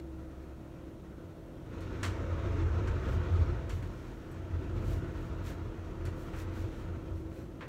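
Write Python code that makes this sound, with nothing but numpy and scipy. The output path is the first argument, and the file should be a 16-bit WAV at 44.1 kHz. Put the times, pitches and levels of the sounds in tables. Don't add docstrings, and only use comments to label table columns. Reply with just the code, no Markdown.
import sys
import numpy as np
from scipy import signal
from scipy.fft import rfft, irfft
from scipy.io import wavfile
from scipy.ndimage import uniform_filter1d

SR = 44100
rng = np.random.default_rng(int(sys.argv[2]) if len(sys.argv) > 2 else 0)


def ratio_of_db(decibels):
    return 10 ** (np.asarray(decibels, float) / 20)


def transcribe(u):
    v = np.clip(np.atleast_2d(u).T, -1, 1)
    q = np.round(v * 32767).astype(np.int16)
    wavfile.write(sys.argv[1], SR, q)


N = 338687


def evened(x):
    return x / np.sqrt(np.mean(x ** 2) + 1e-20)


def add(mix, start_s, sound):
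    part = mix[round(start_s * SR):][:len(sound)]
    part += sound[:len(part)]


def read(points, hz):
    f, value = np.transpose(points)
    return np.interp(np.log(hz + 1), np.log(f + 1), value)


def follow(rows, t):
    s, *columns = np.transpose(rows)
    return [np.interp(t, s, c) for c in columns]


def bumps(peaks, hz):
    return sum(db * np.exp(-((hz - f) / width) ** 2) for f, width, db in peaks)


def surges(rows, t):
    return sum(ratio_of_db(2 * db) * np.exp(-2 * ((t - s) / half) ** 2) for s, db, half in rows)


def grid(size):
    return np.arange(4 * N // size + 5) * size / 4 / SR, np.fft.rfftfreq(size, 1 / SR)


def noise(gain, size):
    a, b = rng.standard_normal(gain.T.shape + (2,)).T
    spectra = (a + 1j * b) * gain
    return np.sqrt(1.5 * SR / size) * signal.istft(spectra, nperseg=size, noverlap=3 * size // 4)[1][:N]


def banded(tone_db, hz, bands, levels_db):
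    centres = np.log([np.sqrt(lo * hi) for lo, hi in bands])
    field_db = tone_db[:, None]
    for (lo, hi), level_db, row in zip(bands, levels_db, np.eye(len(bands))):
        inside = (hz >= lo) & (hz < hi)
        own_db = 10 * np.log10(np.sum(ratio_of_db(tone_db[inside]) ** 2) * hz[1])
        share = np.interp(np.log(hz + 1), centres, row)
        field_db = field_db + np.outer(share, level_db - own_db)
    return ratio_of_db(field_db)


def mode(hz, width, loose, size=N):
    a, b = rng.standard_normal((size, 2)).T
    r = np.exp(-np.pi * width / SR)
    slow = signal.lfilter([1], [1, -r], signal.lfilter([1], [1, -r], a + 1j * b))
    slow = slow / abs(slow) ** (1 - np.clip(loose, 0, 1))
    carrier = np.exp(2j * np.pi * np.cumsum(hz * np.ones(size)) / SR)
    return evened((slow * carrier).real)


# freq_hz, density_db_per_hz
STILL_TONE = [(15, -46), (25, -14), (96, -8), (130, 2), (175, -11), (229, -6), (262, -9.5), (325, -9),
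              (449, -24.5), (501, -8.5), (771, -20), (836, -24), (1040, -24.5), (1560, -37), (15900, -47)]


def still():
    t, hz = grid(size=2048)
    return ratio_of_db(-52) * evened(noise(np.outer(ratio_of_db(read(STILL_TONE, hz)), t ** 0), size=2048))


def drone(rows, width, loose):
    t = np.arange(N) / SR
    hz, db = follow(rows, t)
    return ratio_of_db(db - 60 * np.maximum(t - rows[-1][0], 0)) * mode(hz, width, loose)


# time_s, level_db
HUM_LOAD = [(0, -43), (.08, -45), (.35, -55), (1.4, -56.5), (1.9, -51), (2.65, -53), (2.85, -60),
            (3.8, -56), (4.2, -54.5), (4.8, -49), (5.2, -52), (6.2, -53), (6.6, -49), (6.9, -53),
            (7.25, -48.5), (7.68, -57)]
# time_s, pitch_hz, level_db
DEEP = [(0, 34.67, -58), (1.6, 34.46, -61), (2.4, 35, -48), (3.9, 35.5, -54), (4.3, 35, -54.5),
        (6.8, 35, -46.5), (7.2, 35, -60)]
# time_s, pitch_hz, level_db
IDLE = [(0.0, 71, -39), (0.104, 68.3, -43.5), (0.528, 69, -48), (0.66, 67.8, -55), (1.3, 68, -60)]


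def hums():
    machine = drone([(s, 323.4, db + 0.5) for s, db in HUM_LOAD], width=0.6, loose=0.095)
    return machine + drone(DEEP, width=2.1, loose=0.33) + drone(IDLE, width=0.65, loose=0.18)


# middle_s, half_length_s, pitch_hz, level_db
MOANS = [(2.32, 0.19, 557, -53), (1.99, .1, 255, -48.5), (2.62, .06, 330, -46), (2.56, 0.046, 292, -45.5),
         (2.6, 0.12, 428, -48.5), (3.36, .13, 350, -46.5), (4.72, 0.13, 350, -50), (5.7, .12, 425, -59)]


def moans():
    out, t = np.zeros(N), np.arange(-SR // 2, SR // 2) / SR
    for s, half, hz, db in MOANS:
        swell = ratio_of_db(db) * np.exp(-(t / half) ** 2)
        add(out, s - 1 / 2, swell * mode(hz, width=3, loose=0.15, size=SR))
    return out


# strongest_s,
# rise_s, fall_s, high_hiss_db, low_hiss_re_high_db
SCUFFS = [(0.0, .01, 0.0043, -67, 8), (3.128, 0.079, .04, -69.5, 8.5), (3.366, .05, .015, -79.5, 14),
          (3.72, 0.014, 0.091, -68, 7), (3.834, .012, .05, -73, 8), (4.0, 0.14, 0.27, -76.5, 8.5),
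          (4.776, 0.032, 0.054, -78.5, 15), (4.92, 0.082, 0.065, -64, 3.5), (5.25, .2, 0.064, -75.5, 7),
          (5.478, .035, 0.055, -62, 6), (6.2, 0.043, 0.12, -69, 2), (6.4, 0.048, 0.042, -62, 3.5),
          (6.58, .05, 0.092, -68, 5.5), (6.8, .12, .06, -74, 7), (7.186, .04, .04, -75, 5),
          (7.38, .07, 0.072, -71.5, 3)]


def scuffs():
    t, hz = grid(size=256)
    tone_db = read([(600, -19), (1500, 11), (6000, -2), (8000, -6), (8500, -10.5), (16000, -13.5)], hz)
    power = 0
    for s, rise, fall, db, low_db in SCUFFS:
        pressure = np.exp(-((t - s) / np.where(t < s, rise, fall)) ** 2)
        hiss = banded(tone_db, hz, [(2500, 7000), (8000, 15000)], [db + low_db, db])
        power = power + (pressure * hiss) ** 2
    slips = evened(uniform_filter1d(rng.exponential(1, N) - 1, size=12))
    grain = ratio_of_db(1.2 * rng.standard_normal(len(t)))
    return ratio_of_db(2.6 * slips - 2.6) * noise(np.sqrt(power) * grain, size=256)


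# pitch_hz, level_db, t60_s
TINK = [(7900, -70, 0.17), (8900, -75, 0.087), (11020, -76, 0.087), (12700, -74, .12)]


def tink():
    out, t = np.zeros(N), np.arange(SR // 4) / SR
    for hz, db, t60 in TINK:
        add(out, 4.311, ratio_of_db(db - 60 * t / t60) * mode(hz, width=220, loose=0.8, size=len(t)))
    return out


# start_s, level_db, t60_s
KNOCK = [
    (7.608, -44.5, 0.23),
    (7.622, -47.5, .2),
    (7.629, -55, 0.21),
    (7.641, -63, 0.33),
]
# freq_hz, density_db_per_hz
KNOCK_TONE = [(260, -25), (520, 6.5), (700, -16), (950, -4), (1500, -4), (1980, -1), (2600, -11),
              (3300, -16), (4400, -21), (5000, -26), (8000, -36), (15400, -70)]


def knock():
    out, t, hz = np.zeros(N), np.arange(SR // 4) / SR, np.fft.rfftfreq(SR // 4, 1 / SR)
    for s, db, t60 in KNOCK:
        spectrum = rfft(rng.standard_normal(len(t))) * ratio_of_db(read(KNOCK_TONE, hz))
        ring = evened(irfft(spectrum, len(t)))
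        attack = 1 - np.exp(-t / 0.00091)
        decay = ratio_of_db(db - 60 * t / t60) + ratio_of_db(db - 4) * np.exp(-t / 0.003)
        add(out, s, ring * attack * decay)
    return out


# start_s, peak_db, low_ring_re_peak_db, high_ring_re_peak_db, t60_s
CLICKS = [(1.8058, -54, -7, -16, 0.23), (2.0303, -34, -1, -22.5, 0.28), (2.873, -47.5, 6, -26, 0.14),
          (3.694, -45, -1.5, -24, 0.17), (3.825, -58, 8.5, -17, 0.11), (4.316, -63, -3, -11, 0.2),
          (5.8448, -64, -4, -17, 0.26), (6.0512, -46, -3, -18, 0.23), (6.334, -57, 12.5, -24, 0.33),
          (7.311, -67.5, 11.5, -24, .1)]
# freq_hz, width_hz, level_db
CLICK_BODY = [(1490, 670, 2), (2000, 160, -2.5), (3760, 340, -1.5), (4500, 220, 4.5), (5900, 300, 3),
              (7260, 370, 3)]


def clicks():
    out, t, hz = np.zeros(N), np.arange(SR // 2) / SR, np.fft.rfftfreq(SR // 2, 1 / SR)
    treble = 1 / (1 + (9000 / (hz + 1)) ** 4)
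    for s, db, low_db, high_db, t60 in CLICKS:
        hold_s = 0.018 * 2 ** ((db + 35) / 20)
        tone = [(500, low_db - 20), (1000, low_db - 0.5), (2000, low_db - 0.5), (3200, low_db / 2 - 7),
                (4500, -12), (7500, -15), (12000, high_db - 3.5), (16000, high_db - 10)]
        clumps = evened(uniform_filter1d(rng.standard_normal(len(t)), size=24))
        echoes = rng.standard_normal(len(t)) * ratio_of_db(1.4 * clumps)
        ring = rfft(echoes) * ratio_of_db(read(tone, hz) + bumps(CLICK_BODY, hz))
        late = np.maximum(t - hold_s, 0) / t60
        tail = irfft(ring * (1 - treble)) * ratio_of_db(-60 * late)
        tail += irfft(ring * treble) * ratio_of_db(-85 * late) * (1 + 1.3 * np.exp(-t / 0.0022))
        tick = (1 - np.exp(-t / 0.00053)) * (1 + 0.37 * np.exp(-t / 0.0026))
        add(out, s, ratio_of_db(db + 6) * tail * tick)
    return out


# time_s, tyre_roar_db, engine_load_db
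TRAFFIC = [(0.0, -65, -54.5), (1.0, -65.5, -54), (1.55, -66.5, -53), (1.8, -56, -48.5), (1.99, -52, -47),
           (2.69, -48.5, -44.5), (3.27, -49, -44), (3.47, -50.5, -45), (3.68, -56, -45.5),
           (4.17, -59.5, -52), (4.5, -57, -47.5), (4.95, -54, -44.5), (5.4, -55.5, -49), (6.05, -58, -50),
           (6.48, -54.5, -49), (6.84, -56, -49), (7.2, -63, -48.5), (7.68, -65.5, -52)]


def traffic(t):
    tyres_db, engines_db = follow(TRAFFIC, t)
    return tyres_db + 65, engines_db + 55


# time_s, pitch_hz
BOOM_HZ = [(0.0, 87), (1.8, 90), (3.2, 85), (4.6, 88), (7.68, 86)]
# pitch_hz, width_hz, unsteadiness_0_to_1, level_db
ROOM_MODES = [
    (45.73, 11, 0.1, -2),
    (118.5, 21, 0.67, -2.5),
    (63, 11, 0.9, -11),
]
# quiet_db, db_per_db_of_engine_load
MODES_FOLLOW = [
    (-61, 1.98),
    (-61, 1.5),
    (-61, 1.87),
    (-51, 2),
]
# middle_s, level_db, half_length_s
THROBS = [(1.26, -48, .04), (1.83, -45, 0.13), (2.08, -33.5, 0.065), (2.2, -40, .04), (2.33, -32.5, 0.037),
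          (2.5, -35, 0.11), (2.64, -30.5, 0.05), (2.76, -29.5, 0.062), (2.93, -32, 0.098),
          (3.17, -30, 0.045), (3.34, -24, 0.027), (3.42, -23, 0.031), (3.51, -30.5, 0.022),
          (3.75, -36, 0.054), (3.85, -40, .04), (4.4, -48, .08), (4.56, -32.5, 0.035), (4.74, -40, .06),
          (4.85, -33.5, .04), (4.98, -33, 0.024), (5.32, -36.5, 0.026), (5.44, -38.5, .06),
          (5.62, -41, .05), (5.8, -43.5, .07), (6.06, -39, 0.074), (6.47, -38.5, .09), (6.64, -36.5, .05),
          (6.92, -36.5, .06), (7.14, -38.5, 0.05), (7.29, -42.5, 0.065)]
# middle_s, level_db
THUDS = [(1.45, -52), (1.84, -46), (1.94, -46), (2.24, -40), (2.41, -47), (2.63, -33.5), (2.7, -38),
         (2.92, -34), (3.1, -37), (3.17, -35), (3.4, -35.5), (3.51, -34), (3.73, -35.5), (3.9, -39.5),
         (4.12, -43.5), (4.56, -45), (4.79, -34), (4.92, -33), (5.04, -42), (5.21, -37.5), (5.38, -40),
         (5.5, -43), (5.68, -40), (5.92, -42), (6.07, -38), (6.4, -45), (6.66, -40.5), (6.82, -44),
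         (7.14, -45), (7.53, -47)]


def boom():
    t, now = np.arange(0, N / SR + 0.01, 0.004), np.arange(N) / SR
    load_db = traffic(t)[1]
    thuds = surges([(s, db, 0.056) for s, db in THUDS], t)
    extra = (surges(THROBS, t), thuds, ratio_of_db(-9) * thuds, ratio_of_db(-18) * thuds)
    rings = [mode(follow(BOOM_HZ, now)[0], width=8.9, loose=0.33)]
    rings += [ratio_of_db(db) * mode(hz, width, loose) for hz, width, loose, db in ROOM_MODES]
    out = np.zeros(N)
    for (db, slope), more, ring in zip(MODES_FOLLOW, extra, rings):
        drive = np.sqrt(ratio_of_db(2 * (db + slope * load_db)) + more)
        out += np.interp(now, t, drive) * ring
    return out


# freq_hz, density_db_per_hz
ROAR_TONE = [(130, -0.5), (198, -9.5), (341, -9.5), (542, -13.5), (794, -18.5), (932, -16.5), (1160, -18),
             (1330, -14), (1640, -22.5), (3110, -34), (4600, -42.5), (6500, -43.5), (8000, -53),
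             (8500, -57), (15900, -76)]
# quiet_db, share_of_tyre_swell, share_of_engine_swell
ROAR_FOLLOWS = [
    (-56, 0.011, 1),
    (-58.5, 0.43, 0.49),
    (-64.5, 0.98, 0.0092),
    (-71, 0.66, .05),
]
# time_s, level_db
LORRY_HISS = [(1.6, -1), (1.84, 3), (2.1, 0.7), (3.45, 0.5), (3.6, -0.1)]
# freq_hz, width_hz, level_db
ROOM_PEAKS = [(161, 7.7, 4.5), (199, 11, -5), (237, 2.3, 2.5), (351.6, 14, 5), (413, 7.3, -2.5),
              (426, 6, 3), (523, 14, 3), (564, 4.2, -4), (666.5, 5.6, 9.5), (794, 53, -6), (850, 7.7, 4.5),
              (903, 18, 0.5), (1260, 12, 3.5), (1702, 20, 1.5), (1840, 30, 2.5), (1920, 49, 1),
              (2040, 22, 1)]


def roar():
    t, hz = grid(size=1024)
    patches = rng.standard_normal((len(t), len(hz))).T
    patches = evened(uniform_filter1d(uniform_filter1d(patches, size=6, axis=0), size=14, axis=1))
    flutter = evened(uniform_filter1d(rng.standard_normal(len(t)), size=4))
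    tyres_db, engines_db = traffic(t)
    parts_db = [db + a * tyres_db + b * engines_db for db, a, b in ROAR_FOLLOWS]
    parts_db[-1] = parts_db[-1] + follow(LORRY_HISS, t)[0]
    bands = [(145, 310), (340, 700), (800, 2000), (2500, 7000)]
    gain = banded(read(ROAR_TONE, hz), hz, bands, parts_db) * (hz > 130)[:, None]
    street = noise(gain * ratio_of_db(-1.5 + 1.24 * patches + 1.05 * flutter), size=1024)
    hz = np.fft.rfftfreq(N + 1, 1 / SR)
    ripple = evened(uniform_filter1d(rng.standard_normal(len(hz)), size=120))
    return irfft(rfft(street, N + 1) * ratio_of_db(bumps(ROOM_PEAKS, hz) + 1.8 * ripple), N + 1)[:N]


def scene():
    background = still() + hums() + moans()
    close = scuffs() + tink() + knock() + clicks()
    return (background + close + boom() + roar())[None]


def roll_off(x):
    return signal.sosfilt(signal.butter(12, 16020, fs=SR, output="sos"), x)


# freq_hz, width_hz, level_db
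PORT_DIPS = [(4940, 210, -3.5), (10430, 460, -4)]


def record(dry):
    hz = np.fft.rfftfreq(N + 1, 1 / SR)
    band = (hz < 15800) / (1 + (30 / (hz + 1)) ** 8)
    heard = irfft(rfft(dry, N + 1) * ratio_of_db(bumps(PORT_DIPS, hz)) * band, N + 1)[:, :N]
    return roll_off(heard)


dry = scene()
out = record(dry)
transcribe(out)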